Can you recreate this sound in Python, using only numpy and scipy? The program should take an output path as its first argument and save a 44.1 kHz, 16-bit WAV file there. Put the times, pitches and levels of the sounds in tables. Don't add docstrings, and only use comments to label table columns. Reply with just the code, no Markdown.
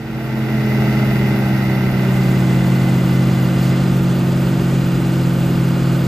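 import sys
import numpy as np
from scipy import signal
from scipy.fft import rfft, irfft, next_fast_len
from scipy.io import wavfile
from scipy.ndimage import map_coordinates

SR = 44100
rng = np.random.default_rng(int(sys.argv[2]) if len(sys.argv) > 2 else 0)


def wav_out(sig):
    wavfile.write(sys.argv[1], SR, np.round(np.clip(np.atleast_2d(sig).T, -1, 1) * 32767).astype(np.int16))


N = 267687
TIME = np.arange(N) / SR
BINS = np.fft.rfftfreq(next_fast_len(N + 4096, True), 1 / SR)

# f/Hz, level/dB
LEFT_LOUDER = [(60, 0), (140, 0), (330, -1.8), (500, -1.3), (770, -3), (1170, 0), (1790, -3), (2740, -1.5),
               (4190, 2.2), (6410, 1.8), (9810, 0), (15000, 0)]
# f/Hz, lag/rad
COMMON_LAG = [(0, 0), (1030, -0.1), (1640, -0.7), (2670, 0.9), (5680, -0.2), (7490, 0.0), (9040, -2.7),
              (10900, -3.5), (11800, -6.1), (13500, -6.3), (14600, -8.8), (15400, -9.6)]


def from_db(db):
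    return 10 ** (np.asarray(db) / 20)


def rms_one(x):
    return x / np.sqrt(np.mean(x ** 2) + 1e-20)


def in_time(points):
    return np.interp(TIME, *np.transpose(points))


def at_bins(points):
    hz, value = np.transpose(points)
    return np.interp(np.log(BINS + 1), np.log(hz), value)


def white():
    return rng.standard_normal(N)


def drift(rate):
    pole = np.exp(-80 * np.pi * rate / SR)
    noise = rng.standard_normal(N // 40 + 2002)
    slow = signal.lfilter([1], [1, -2 * pole, pole * pole], noise)[2000:]
    return np.interp(np.arange(N) / 40, np.arange(len(slow)), rms_one(slow))


def turns_of(hz, wobble, wobble_rate):
    return np.cumsum(hz * (1 + wobble * drift(wobble_rate))) / SR


def tones(turns, table, waver_db, waver_rate, overtone_db=0):
    out = np.zeros(N)
    for multiple, db in table:
        angle = 2 * np.pi * (multiple * turns + rng.random())
        level_db = db + waver_db * drift(waver_rate) + (multiple > 1) * overtone_db
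        out += from_db(level_db) * np.sqrt(2) * np.sin(angle)
    return out


def stereo_noise(direct, scattered, colour_db, lag, likeness=None):
    # f/Hz, likeness/0-1
    usual_likeness = [(100, 0.99), (250, 0.86), (500, 0.98), (1000, 0.87), (1650, 0.35), (2000, 1),
                      (4000, 0.8), (5700, 0.81), (6800, 0.47), (8400, 1), (9700, 1), (11200, 0.98),
                      (12600, 0.77), (14300, 0.72)]
    alike = np.clip(at_bins(likeness or usual_likeness), 0, 1)
    size = 2 * (len(BINS) - 1)
    sides = np.array([[1], [-1]])
    pair = np.sqrt(1 + alike) * rfft(direct, size) + sides * np.sqrt(1 - alike) * rfft(scattered, size)
    pair *= from_db(colour_db + sides * at_bins(LEFT_LOUDER) / 2)
    pair[1] *= np.exp(-1j * np.interp(BINS, *np.transpose(lag)))
    return rms_one(irfft(pair, size)[:, :N])


def placed(x, lead_s, shade):
    size = 2 * (len(BINS) - 1)
    pair = rfft(np.array([x, np.interp(TIME - lead_s, TIME, x)]), size)
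    sides = np.array([[1], [-1]])
    return irfft(pair * from_db(shade * sides * at_bins(LEFT_LOUDER) / 2), size)[:, :N]


def ramp(start_s, length_s):
    return np.clip((TIME - start_s) / length_s, 0, 1)


def bump(at_s, width_s):
    return np.exp(-((TIME - at_s) / width_s) ** 2)


def heard(facing, db, nose_db, close_db, eased_db, swell):
    rise = 0.28 + 0.72 * ramp(0, 0.79) + 0.12 * bump(1, 0.51)
    close = ramp(start_s=1.94, length_s=0.25)
    eased = ramp(start_s=3.72, length_s=0.22)
    return rise ** swell * from_db(db + nose_db * facing + close_db * close + eased_db * eased)


def exhaust(cycles, facing):
    # multiple of the cycle rate, level/dB
    exhaust_tones = [(3, -8.5), (5, -11.5), (6, -8), (9, -17), (17, -23), (18, 0), (19, -12.5), (20, -18.5),
                     (21, -16), (22, -10)]
    throb = tones(cycles, exhaust_tones, waver_db=0.56, waver_rate=2.0)
    throb *= heard(facing, db=-29.5, nose_db=0.2, close_db=1.0, eased_db=0.0, swell=0.73)
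    return placed(throb, lead_s=-6e-5 * facing, shade=0.85)


def knocks(cycles, decay, chance_db):
    firings = 6 * cycles
    count = firings.astype(int)
    cylinder_db = np.array([0.3, -1.5, 0.18, -0.99, 0.92, 0.35])
    strength = from_db(cylinder_db[count % 6] + chance_db * rng.standard_normal(1024)[count])
    return rms_one(strength * np.exp(-(firings % 1) / decay))


def clatter(cycles, knock, depth, repeat):
    pattern = rng.standard_normal(2048)
    repeating = rms_one(map_coordinates(pattern, [cycles % 1 * len(pattern)], order=3, mode="grid-wrap"))
    pulse = np.sqrt(1 - depth + depth * knock ** 2)
    direct = np.sqrt(repeat) * repeating + np.sqrt(1 - repeat) * white()
    return pulse * direct, pulse * white()


def engine_block(cycles, knock, facing):
    # f/Hz, level/dB
    nose_colour = [(250, -23), (450, -8.5), (620, 1), (820, -1), (1100, -10), (1350, -5), (1550, -5),
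                   (1720, -12.5), (1860, -4), (2120, -5), (2380, -11), (2750, -8), (3150, -16.5),
                   (4700, -20), (6000, -24), (9000, -47)]
    side_colour = [(250, -38), (450, -8), (560, 2), (750, -5.5), (1050, -6.5), (1250, -8.5), (1480, -5),
                   (1700, -11), (1900, -10.5), (2400, -12), (2850, -13.5), (3150, -16), (4300, -24),
                   (5700, -38), (9000, -65)]
    # multiple of the cycle rate, level/dB against the clatter
    nose_tones = [(30, -14.5), (38, -15), (69, -46), (75, -21.5), (76, -21.5), (82, -32.5), (87, -18),
                  (112, -27), (142, -24)]
    side_tones = [(27, -11.5), (29, -14.5), (30, -13), (33, -15), (37, -20.5), (39, -15.5), (46, -22),
                  (49, -22), (65, -27), (66, -17), (69, -14), (70, -20), (75, -17.5), (77, -19), (82, -17),
                  (100, -24), (101, -19), (109, -25.5), (172, -30)]
    # f/Hz, lag/rad
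    nose_lag = [(0, 0), (1640, -0.88), (2410, 1.3), (3360, 3), (4480, -5.3), (5430, -4.5), (6720, -12),
                (8440, -15.4), (10200, -23), (11900, -18.7), (13700, -19.1), (15400, -22.6)]
    # f/Hz, likeness/0-1
    nose_likeness = [(250, 0.7), (600, 0.88), (1100, 0.86), (1400, 0.88), (1700, 0.3), (2000, 1), (2250, 0),
                     (2600, 0.4), (3200, 0.7), (4000, 1), (6000, 0)]
    nose_rattle = clatter(cycles, knock, depth=0.34, repeat=0.26)
    nose = stereo_noise(*nose_rattle, at_bins(nose_colour), nose_lag, nose_likeness)
    nose += tones(cycles, nose_tones, waver_db=0.5, waver_rate=7.5)
    side_rattle = clatter(cycles, knock, depth=0.074, repeat=0.37)
    side = stereo_noise(*side_rattle, at_bins(side_colour), COMMON_LAG)
    side += tones(cycles, side_tones, waver_db=1.7, waver_rate=4.0)
    block = np.sqrt(facing) * nose + np.sqrt(1 - facing) * side
    return block * heard(facing, db=-31.0, nose_db=3.0, close_db=0.5, eased_db=-0.74, swell=0.77)


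def gear_whine(cycles, knock, facing):
    teeth_per_cycle = 114
    whine = tones(teeth_per_cycle * cycles, [(1, 0)], waver_db=2.5, waver_rate=21)
    whine *= rms_one(1 + 0.37 * knock)
    whine *= heard(facing, db=-41.0, nose_db=0.2, close_db=-1.3, eased_db=-13.5, swell=1.8)
    return placed(whine, lead_s=-6.4e-6, shade=1.8)


def cooling_fan(engine_hz, facing):
    # t/s, blade passes per cycle
    fan_drive = [(0, 12.52), (.9, 11.6), (1.8, 10.77), (2.6, 10.13), (3.9, 9.88), (6.07, 9.39)]
    # multiple of the blade rate, level/dB
    fan_tones = [(1, 0), (2, -12), (3, -20.5), (4, -23.5)]
    passes = turns_of(in_time(fan_drive) * engine_hz, wobble=0.0015, wobble_rate=6)
    hum = tones(passes, fan_tones, waver_db=0.26, waver_rate=6.0, overtone_db=-9 * (1 - facing))
    gain = heard(facing, db=-22.0, nose_db=1.0, close_db=3.0, eased_db=-0.7, swell=1.0)
    return gain * placed(hum, lead_s=-0.00017, shade=0.47)


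def chopper(engine_hz, facing):
    # multiple of the knife rate, level/dB
    knife_tones = [(1, 0), (2, -13), (3, -23.5)]
    # multiple of its shaft rate, level/dB against the knives
    blower_tones = [(1, -31.5), (2, -41), (5, -10), (10, -29)]
    cuts_per_cycle, blades_per_cut, blower_blades = 7.21, 1.7205, 5
    cuts = turns_of(cuts_per_cycle * engine_hz, wobble=0.001, wobble_rate=6)
    knives = tones(cuts, knife_tones, waver_db=0.43, waver_rate=5.4, overtone_db=-6 * facing)
    blower = tones(cuts * blades_per_cut / blower_blades, blower_tones, waver_db=1.0, waver_rate=4.2)
    gain = heard(facing, db=-18.5, nose_db=0.26, close_db=1.87, eased_db=-1.4, swell=1.27)
    return gain * placed(knives + blower, lead_s=6e-5 * facing, shade=0.66)


def stalks(per_s, size_db, air, clump_db):
    sizes = from_db(size_db * np.minimum(rng.exponential(1, N), 4)) * rng.choice([-1, 1], N)
    ticks = rms_one(sizes * (rng.random(N) < per_s / SR))
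    flow = from_db(clump_db * drift(23))
    return flow * (ticks + air * white()), flow * white()


def housing(facing):
    # f/Hz, level/dB
    rumble_colour = [(18, -29), (34, -20), (45, -5.5), (70, -2.5), (100, -2.5), (155, 7.5), (200, -1.5),
                     (280, -1), (380, -2), (480, -13), (900, -81)]
    # f/Hz, width/Hz, level/dB
    panel_rings = [(2814, 55, 7.5), (3465, 204, 1.5), (4034, 126, 2), (4420, 64, 3.5), (4757, 120, 1.5),
                   (5070, 46, 2.5), (5290, 94, -2)]
    rumble = stereo_noise(white(), white(), at_bins(rumble_colour), COMMON_LAG)
    rumble *= heard(facing, db=-28.5, nose_db=2.5, close_db=1.3, eased_db=0.6, swell=0.65)
    chaff = stalks(per_s=2500, size_db=3.0, air=0.84, clump_db=0.5)
    power = sum(from_db(db) ** 2 / (1 + ((BINS - hz) / width) ** 2) ** 2 for hz, width, db in panel_rings)
    panels = stereo_noise(*chaff, 10 * np.log10(power), COMMON_LAG) * grass_wad(wad_db=4.0, thin_db=2.0)
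    panels *= heard(facing, db=-42.0, nose_db=-4.5, close_db=1.46, eased_db=-1.5, swell=1.0)
    return rumble + panels


def spout(facing):
    # f/Hz, level/dB
    hiss_colour = [(2000, -9), (3500, -5.5), (4800, -13), (5600, -3), (6300, 1), (7600, 0.5), (8700, -0.5),
                   (9250, 5), (10400, -19), (11500, -19), (14000, -33)]
    spray_colour = [(8500, -54), (10500, -2), (11400, -10), (12800, -9), (13400, -12.5), (14000, -1.5),
                    (14700, -6.5), (15400, -16), (16500, -28)]
    # f/Hz, lag/rad
    spout_lag = [(3500, .5), (5800, -.3), (7400, -.1), (8400, -1.5), (9400, -3.0), (10400, -3.3),
                 (11900, -6.1), (13400, -6.3), (14300, -7.7), (15000, -9.3)]
    coarse = stalks(per_s=1400, size_db=0.0, air=2.1, clump_db=0.86)
    hiss = stereo_noise(*coarse, at_bins(hiss_colour), spout_lag) * grass_wad(wad_db=3.0, thin_db=0.0)
    hiss *= heard(facing, db=-49.5, nose_db=0.0, close_db=7.0, eased_db=-0.2, swell=0.77)
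    fine = stalks(per_s=900, size_db=1.0, air=1.7, clump_db=1.3)
    spray = stereo_noise(*fine, at_bins(spray_colour), spout_lag) * grass_wad(wad_db=2.5, thin_db=-5.0)
    spray *= heard(facing, db=-45.0, nose_db=1.3, close_db=0.9, eased_db=-1.0, swell=0.93)
    return hiss + spray


def grass_wad(wad_db, thin_db):
    return from_db(wad_db * bump(at_s=3.65, width_s=0.04) + thin_db * bump(at_s=3.77, width_s=0.07))


def scene():
    # t/s, four-stroke cycle rate/Hz
    engine_speed = [(0, 17.9), (.7, 17.83), (1.5, 17.95), (2.2, 17.91), (3.5, 17.91), (3.9, 18.19),
                    (4.3, 18.28), (6.07, 18.25)]
    # t/s, share of the clatter from its nose/0-1
    nose_share = [(0, 0.82), (.8, 1), (1.9, 0.94), (2.4, 0.44), (3.5, 0.13), (4.1, 0.1), (6.07, 0)]
    engine_hz, facing = in_time(engine_speed), in_time(nose_share)
    cycles = turns_of(engine_hz, wobble=0.0005, wobble_rate=5)
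    knock = knocks(cycles, decay=0.86, chance_db=2.0)
    engine = exhaust(cycles, facing) + engine_block(cycles, knock, facing)
    tractor = engine + gear_whine(cycles, knock, facing) + cooling_fan(engine_hz, facing)
    return tractor + chopper(engine_hz, facing) + housing(facing) + spout(facing)


def record(dry):
    cutoff_hz = 15400
    return signal.sosfilt(signal.ellip(10, .1, 90, cutoff_hz, fs=SR, output="sos"), dry)


dry = scene()
out = record(dry)
wav_out(out)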